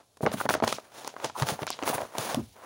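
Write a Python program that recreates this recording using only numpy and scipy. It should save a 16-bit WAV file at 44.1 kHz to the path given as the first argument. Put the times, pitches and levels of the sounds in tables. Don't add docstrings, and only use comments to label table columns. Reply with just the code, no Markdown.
import sys
import numpy as np
from scipy import signal
from scipy.fft import rfft, irfft, next_fast_len
from scipy.io import wavfile

SR = 44100
rng = np.random.default_rng(int(sys.argv[2]) if len(sys.argv) > 2 else 0)


def to_wav(sig):
    pcm = np.clip(np.atleast_2d(sig), -1, 1) * 32767
    pcm = np.round(pcm).astype(np.int16)
    wavfile.write(sys.argv[1], SR, pcm.T)


N = 116865
T = np.arange(int(.3 * SR)) / SR


def amp(db):
    return 10 ** (np.asarray(db) / 20)


def unit(x):
    return x / np.sqrt(np.mean(x ** 2) + 1e-20)


def unit_hit(x):
    return x / np.sqrt(np.sum(x ** 2) / (.005 * SR) + 1e-20)


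def fade(seconds):
    return np.exp(-np.log(1000) * T / max(seconds, 1e-4))


def add(mix, start, sound):
    part = mix[max(round(start * SR), 0):][:len(sound)]
    part += sound[:len(part)]


def colour(x, points):
    size = next_fast_len(len(x) + 2048)
    hz, db = np.transpose(points)
    log_hz = np.log(abs(np.fft.fftfreq(size, 1 / SR)) + 1)
    log_gain = np.log(amp(np.interp(log_hz, np.log(hz), db)))
    response = np.exp(np.conj(signal.hilbert(log_gain)))
    return np.fft.ifft(np.fft.fft(x, size) * response).real[:len(x)]


def band_noise(hz, octaves):
    away = np.log2((np.fft.rfftfreq(len(T), 1 / SR) + 1) / hz) / octaves
    return irfft(rfft(rng.standard_normal(len(T))) * np.exp(-away ** 2 / 2), len(T))


def flicker(size, step_s):
    return unit(np.interp(np.arange(size) / SR, np.arange(size) * step_s, rng.standard_normal(size)))


def clicks(size, per_s):
    return unit(rng.standard_normal(size) * (rng.random(size) < per_s / SR))


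# (frequency [Hz], gain [dB])
AIR_TONE = [(25, -18), (90, 12.5), (250, 2.5), (700, 5), (1800, -10), (4000, -2.5), (7000, -6),
            (16000, -7.5)]
def air():
    return amp(-66) * unit(colour(rng.standard_normal(N), AIR_TONE))


def room_echo(x):
    tone = [(60, -37.5), (200, 26.5), (700, -7.5), (2000, 6.5), (6000, 14), (16000, -4.5)]
    delay_s = .00713
    tail = colour(rng.standard_normal(len(T)), tone) * fade(seconds=.14) * (T > delay_s)
    return amp(-20) * signal.fftconvolve(x, tail / np.linalg.norm(tail))[:N]


# (time [s], length [s], first pitch [Hz], last pitch [Hz], level [dB])
EDGE_SLIDES = [(0.26, 0.064, 3450, 3220, -50.5), (0.324, 0.029, 966, 1660, -41),
               (0.37, 0.05, 2476, 3290, -47.5), (1.675, 0.033, 3320, 5710, -41),
               (1.71, 0.046, 4320, 3470, -40.5)]
def edge_whisks():
    out = np.zeros(N)
    for start, length, first_hz, last_hz, db in EDGE_SLIDES:
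        progress = T[T < length] / length
        width_hz = .7 * (first_hz + last_hz) / 2
        catches = rng.standard_normal((2, len(T))) * amp(4.5 * flicker(len(T), step_s=.0007))
        fuzz = signal.lfilter(*signal.butter(2, width_hz / 2, fs=SR), catches)[:, :len(progress)]
        phase = 2 * np.pi * np.cumsum(first_hz + (last_hz - first_hz) * progress) / SR
        grit = fuzz[0] * np.cos(phase) + fuzz[1] * np.sin(phase)
        swell = np.sin(np.pi * np.sqrt(progress))
        add(out, start, amp(db) * unit(grit * swell))
    return out


# (time [s], length [s], pitch [Hz], level [dB])
SOLE_CATCHES = [(0.401, 0.012, 1200, -30.5), (0.669, 0.011, 800, -35), (1.35, 0.034, 980, -37.5),
                (1.927, 0.014, 830, -29.5), (2.03, 0.011, 620, -35)]
def sole_chirps():
    out = np.zeros(N)
    for start, length, hz, db in SOLE_CATCHES:
        progress = T[T < length] / length
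        swell = np.sin(np.pi * progress ** .58)
        add(out, start, amp(db) * unit(band_noise(hz, octaves=.28)[:len(swell)] * swell))
    return out


# (frequency [Hz], gain [dB])
RUB_TONE = [(40, -33.5), (120, -13), (250, -9), (420, -2), (650, 1.5), (1100, -3), (1800, -9),
            (3000, -20.5), (8000, -60)]
HISS_TONE = [(600, -55), (1500, -18), (2300, 3), (3500, 5), (5000, 2.5), (6600, 1), (8500, -5),
             (11000, -12.5), (16000, -24)]
SIZZLE_TONE = [(2500, -34), (5000, -43), (6500, -9.5), (9700, 3), (12500, -1.5), (14700, 9), (16000, 7.5)]
# (time [s], rise [s], hold [s], time to drop 30 dB [s], rub [dB], hiss [dB], sizzle [dB])
STROKES = [(0, 0.00074, 0.014, 0.052, -58.5, -67.5, -77), (0.205, 0.024, 0.013, 0.039, -47, -48, -39.5),
           (0.256, 0.0037, 0.011, 0.32, -40.5, -58, -57), (0.304, 0.036, 0.0037, 0.022, -52, -43, -34.5),
           (0.332, 0.066, 0.022, 0.044, -40.5, -43.5, -35), (0.419, 0.016, 0.025, 0.021, -43, -50.5, -45),
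           (0.488, 0.0014, 0.06, 0.0063, -39, -39.5, -32), (0.538, .004, 0.0065, 0.089, -33, -43.5, -54),
           (0.622, 0.012, 0.01, 0.088, -32.5, -41.5, -39.5), (0.663, 0.012, 0.015, 0.15, -38.5, -37, -39),
           (0.717, 0.004, 0.026, 0.077, -46.5, -41, -43.5), (0.79, 0.0043, 0.039, 0.74, -56, -64.5, -59.5),
           (0.888, 0.092, 0.036, 0.32, -47, -51, -49.5), (1.053, 0.02, 0.019, 0.06, -47, -48.5, -63),
           (1.138, 0.1, 0.022, 0.052, -39.5, -50, -48), (1.239, 0.0019, 0.0046, 0.13, -41, -39.5, -49),
           (1.335, 0.055, 0.027, 0.1, -38, -44.5, -38.5), (1.419, 0.0038, 0.0098, 0.04, -30, -41.5, -49),
           (1.443, 0.035, 0.034, 0.1, -32, -37.5, -33.5), (1.574, 0.046, 0.0089, 0.084, -39, -50.5, -44),
           (1.69, 0.007, 0.0083, 0.26, -48, -48, -55), (1.757, 0.083, 0.025, 0.058, -40.5, -51, -49),
           (1.839, 0.042, 0.013, 0.092, -29, -36, -27.5), (1.925, 0.02, 0.0071, 0.043, -30.5, -40, -27.5),
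           (1.948, 0.0094, 0.062, 0.2, -41, -49.5, -45.5), (2.086, 0.1, 0.0079, 0.024, -37.5, -50, -44),
           (2.159, 0.049, 0.033, 0.2, -34.5, -39, -33.5), (2.234, 0.038, 0.065, 0.1, -36, -43, -40),
           (2.36, .008, 0.04, 0.84, -71, -59.5, -55), (2.53, 0.032, 0.036, 0.68, -52.5, -70, -61),
           (2.602, 0.048, 0.016, 0.052, -43.5, -61, -54)]
def paper_scuffs():
    t, power = np.arange(N) / SR, np.zeros((3, N))
    for start, rise, hold, fall, *levels in STROKES:
        swell = np.clip((t - start) / max(rise, .001), 0, 1) ** 1.47
        decay = amp(-30 * np.maximum(t - start - rise - hold, 0) / fall)
        power += (amp(levels)[:, None] * swell * decay) ** 2
    grip = amp(2 * flicker(N, step_s=.00042) + 1.37 * flicker(N, step_s=.0092))
    crackle = amp(-10.5) * clicks(N, per_s=130)
    out = np.zeros(N)
    for band_power, tone in zip(power, (RUB_TONE, HISS_TONE, SIZZLE_TONE)):
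        friction = grip * rng.standard_normal(N) + crackle
        out += np.sqrt(band_power) * unit(colour(friction, tone))
    return out


# (frequency [times the knock's pitch], gain [dB])
CARPET_TONE = [(.15, -9.5), (.4, -3.5), (1, 7), (1.8, -5), (4, -11), (14, -52)]
# (time [s], level [dB], starting pitch [Hz], carpet fade time [s])
LANDINGS = [(0.23, -23, 179, 0.09), (0.265, -28, 197, 0.067), (0.341, -25.5, 214, 0.03),
            (0.353, -40, 126, 0.2), (0.4522, -32.5, 205, 0.058), (0.4912, -29, 203, 0.078),
            (0.549, -28, 292, 0.086), (0.622, -26.5, 241, 0.096), (0.634, -28, 158, 0.02),
            (.728, -40.5, 146, 0.11), (1.251, -38, 244, 0.047), (1.417, -20, 136, 0.075),
            (1.518, -31, 160, 0.068), (1.619, -33, 164, 0.065), (1.829, -34, 296, 0.056),
            (1.897, -32.5, 241, 0.037), (1.944, -34.5, 130, 0.052), (2.025, -43, 100, 0.06),
            (2.185, -34, 140, 0.11), (2.343, -31.5, 173, 0.032), (2.37, -20.5, 259, 0.12),
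            (2.387, -30, 342, 0.11), (2.418, -38, 84, 0.34)]
def footfalls():
    sag_octaves_per_s, rise_s = 9.2, .0029
    out = np.zeros(N)
    for start, db, hz, fade_s in LANDINGS:
        sinking_hz = hz * 2 ** (-sag_octaves_per_s * T)
        knock = unit_hit(np.sin(2 * np.pi * np.cumsum(sinking_hz) / SR) * fade(fade_s / 2))
        tone = [(multiple * hz, gain) for multiple, gain in CARPET_TONE]
        carpet = unit_hit(colour(rng.standard_normal(len(T)), tone) * fade(fade_s))
        boards = unit_hit(band_noise(hz=103, octaves=.29) * fade(seconds=.34))
        thud = (knock + amp(-7) * carpet + amp(-17.5) * boards) * (1 - np.exp(-T / rise_s))
        add(out, start, amp(db) * unit_hit(thud))
    return signal.sosfilt(signal.butter(4, 58, "high", fs=SR, output="sos"), out)


# (pitch [Hz], gain [dB])
AIR_POCKETS = [(268, -3.5), (435, -11), (631, -4.5), (987, -21), (1549, -27)]
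def pocket_ring(x, width_hz=28.2):
    return x + sum(amp(db) * signal.lfilter(*signal.iirpeak(hz, hz / width_hz, fs=SR), x)
                   for hz, db in AIR_POCKETS)


# (frequency [Hz], gain [dB])
SNAP_TONE = [(200, -76), (900, -21), (1800, 2.5), (3500, 1), (6000, -0.5), (11000, -5.5), (16000, -1)]
def paper_snap(db_above_body):
    tick = amp(-2.5) * unit_hit(1. * (T == 0))
    crack = unit_hit(rng.standard_normal(len(T)) * fade(seconds=.0035))
    crinkle = amp(5) * unit_hit(clicks(len(T), per_s=2200) * fade(seconds=.011))
    snap = colour(tick + crack + crinkle, SNAP_TONE)
    cutoff_hz = np.clip(32600 * 2 ** (db_above_body / 3.5), 1500, SR / 2 - 2000)
    return unit_hit(signal.lfilter(*signal.butter(2, cutoff_hz, fs=SR), snap))


# (time [s], relative body level [dB], pitch [Hz], relative snap level [dB])
BUCKLES = [(.171, -50.5, 610, -55), (0.2076, -30, 436, -74), (0.2309, -30, 724, -66),
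           (0.236, -21.5, 490, -65), (0.2547, -22, 530, -57), (0.2635, -23.5, 1300, -34.5),
           (0.2666, -18, 574, -45), (0.2716, -17.5, 635, -57), (.317, -31, 600, -40.5),
           (.339, -32, 725, -41), (0.412, -24.5, 940, -39.5), (.4545, -24, 567, -39),
           (.462, -26.5, 940, -57), (0.4908, -18.5, 1040, -28.5), (0.4977, -27, 775, -27.5),
           (.506, -19, 920, -45), (0.5398, -22.5, 1240, -31), (0.551, -20, 600, -37.5),
           (0.6014, -28.5, 760, -43), (.6242, -17, 560, -39), (.638, -18.5, 740, -32.5),
           (.647, -35, 597, -36), (0.6759, -23.5, 550, -37), (0.6776, -23, 950, -27.5),
           (0.7259, -23.5, 840, -29), (0.7847, -31.5, 795, -75), (1.047, -35, 593, -42.5),
           (1.076, -31, 790, -33.5), (1.14, -41.5, 670, -57), (1.165, -34, 894, -49), (1.2, -39, 990, -49),
           (1.2442, -24, 615, -31), (1.251, -27.5, 670, -49), (1.298, -35.5, 780, -47),
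           (1.3994, -31, 970, -35.5), (1.4228, -28, 1300, -34.5), (1.43, -26.5, 780, -44),
           (1.488, -30, 1570, -30), (1.5912, -31, 716, -56), (1.62, -32, 450, -44), (1.63, -26, 514, -37.5),
           (1.668, -33, 960, -33.5), (1.676, -31.5, 1150, -41.5), (1.7037, -28, 715, -28.5),
           (1.79, -33.5, 804, -44), (1.8185, -38, 960, -59), (1.826, -26, 493, -38),
           (1.8355, -30.5, 940, -39.5), (1.877, -27.5, 1240, -35), (1.899, -28, 634, -48),
           (1.981, -26, 780, -39), (1.988, -28, 654, -53), (2.005, -28.5, 744, -53), (2.018, -28, 650, -43),
           (2.051, -37, 696, -64), (2.152, -31.5, 710, -50), (2.1826, -26.5, 603, -27.5),
           (2.3455, -26, 600, -30)]
def paper_pops():
    swing_cycles, flap_cycles = 4.1, 12.9
    body_tone = [(40, -32.5), (150, -10.5), (350, -2.5), (1300, 1), (2200, 0), (6000, -32.5)]
    bodies, snaps = np.zeros(N), np.zeros(N)
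    for start, body_db, hz, snap_db in BUCKLES:
        swing = unit_hit(np.sin(2 * np.pi * hz * T) * fade(swing_cycles / hz))
        build_up = np.minimum(T * hz / 2, 1)
        flap = unit_hit(band_noise(hz, octaves=.545) * fade(flap_cycles / hz) * build_up)
        add(bodies, start, amp(body_db - .45) * unit_hit(swing + amp(-3) * flap))
        add(snaps, start, amp(snap_db + 1) * paper_snap(snap_db - body_db))
    return pocket_ring(colour(bodies, body_tone)) + snaps


def scene():
    feet = paper_pops() + footfalls() + paper_scuffs() + edge_whisks() + sole_chirps()
    mono = feet + room_echo(feet) + air()
    return np.array([mono, mono])


# (frequency [Hz], gain [dB])
MIC_TONE = [(30, 1), (5000, -1), (6600, 1), (8200, -3), (9800, 2.5), (11500, -3), (13500, -9),
            (15000, -8.5), (16000, -1)]
def record(dry):
    heard = np.array([colour(channel, MIC_TONE) for channel in dry])
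    treble_cut = signal.firwin(801, cutoff=15820, window=("kaiser", 8), fs=SR)
    return signal.oaconvolve(heard, treble_cut[None], "same")


dry = scene()
out = record(dry)
to_wav(out)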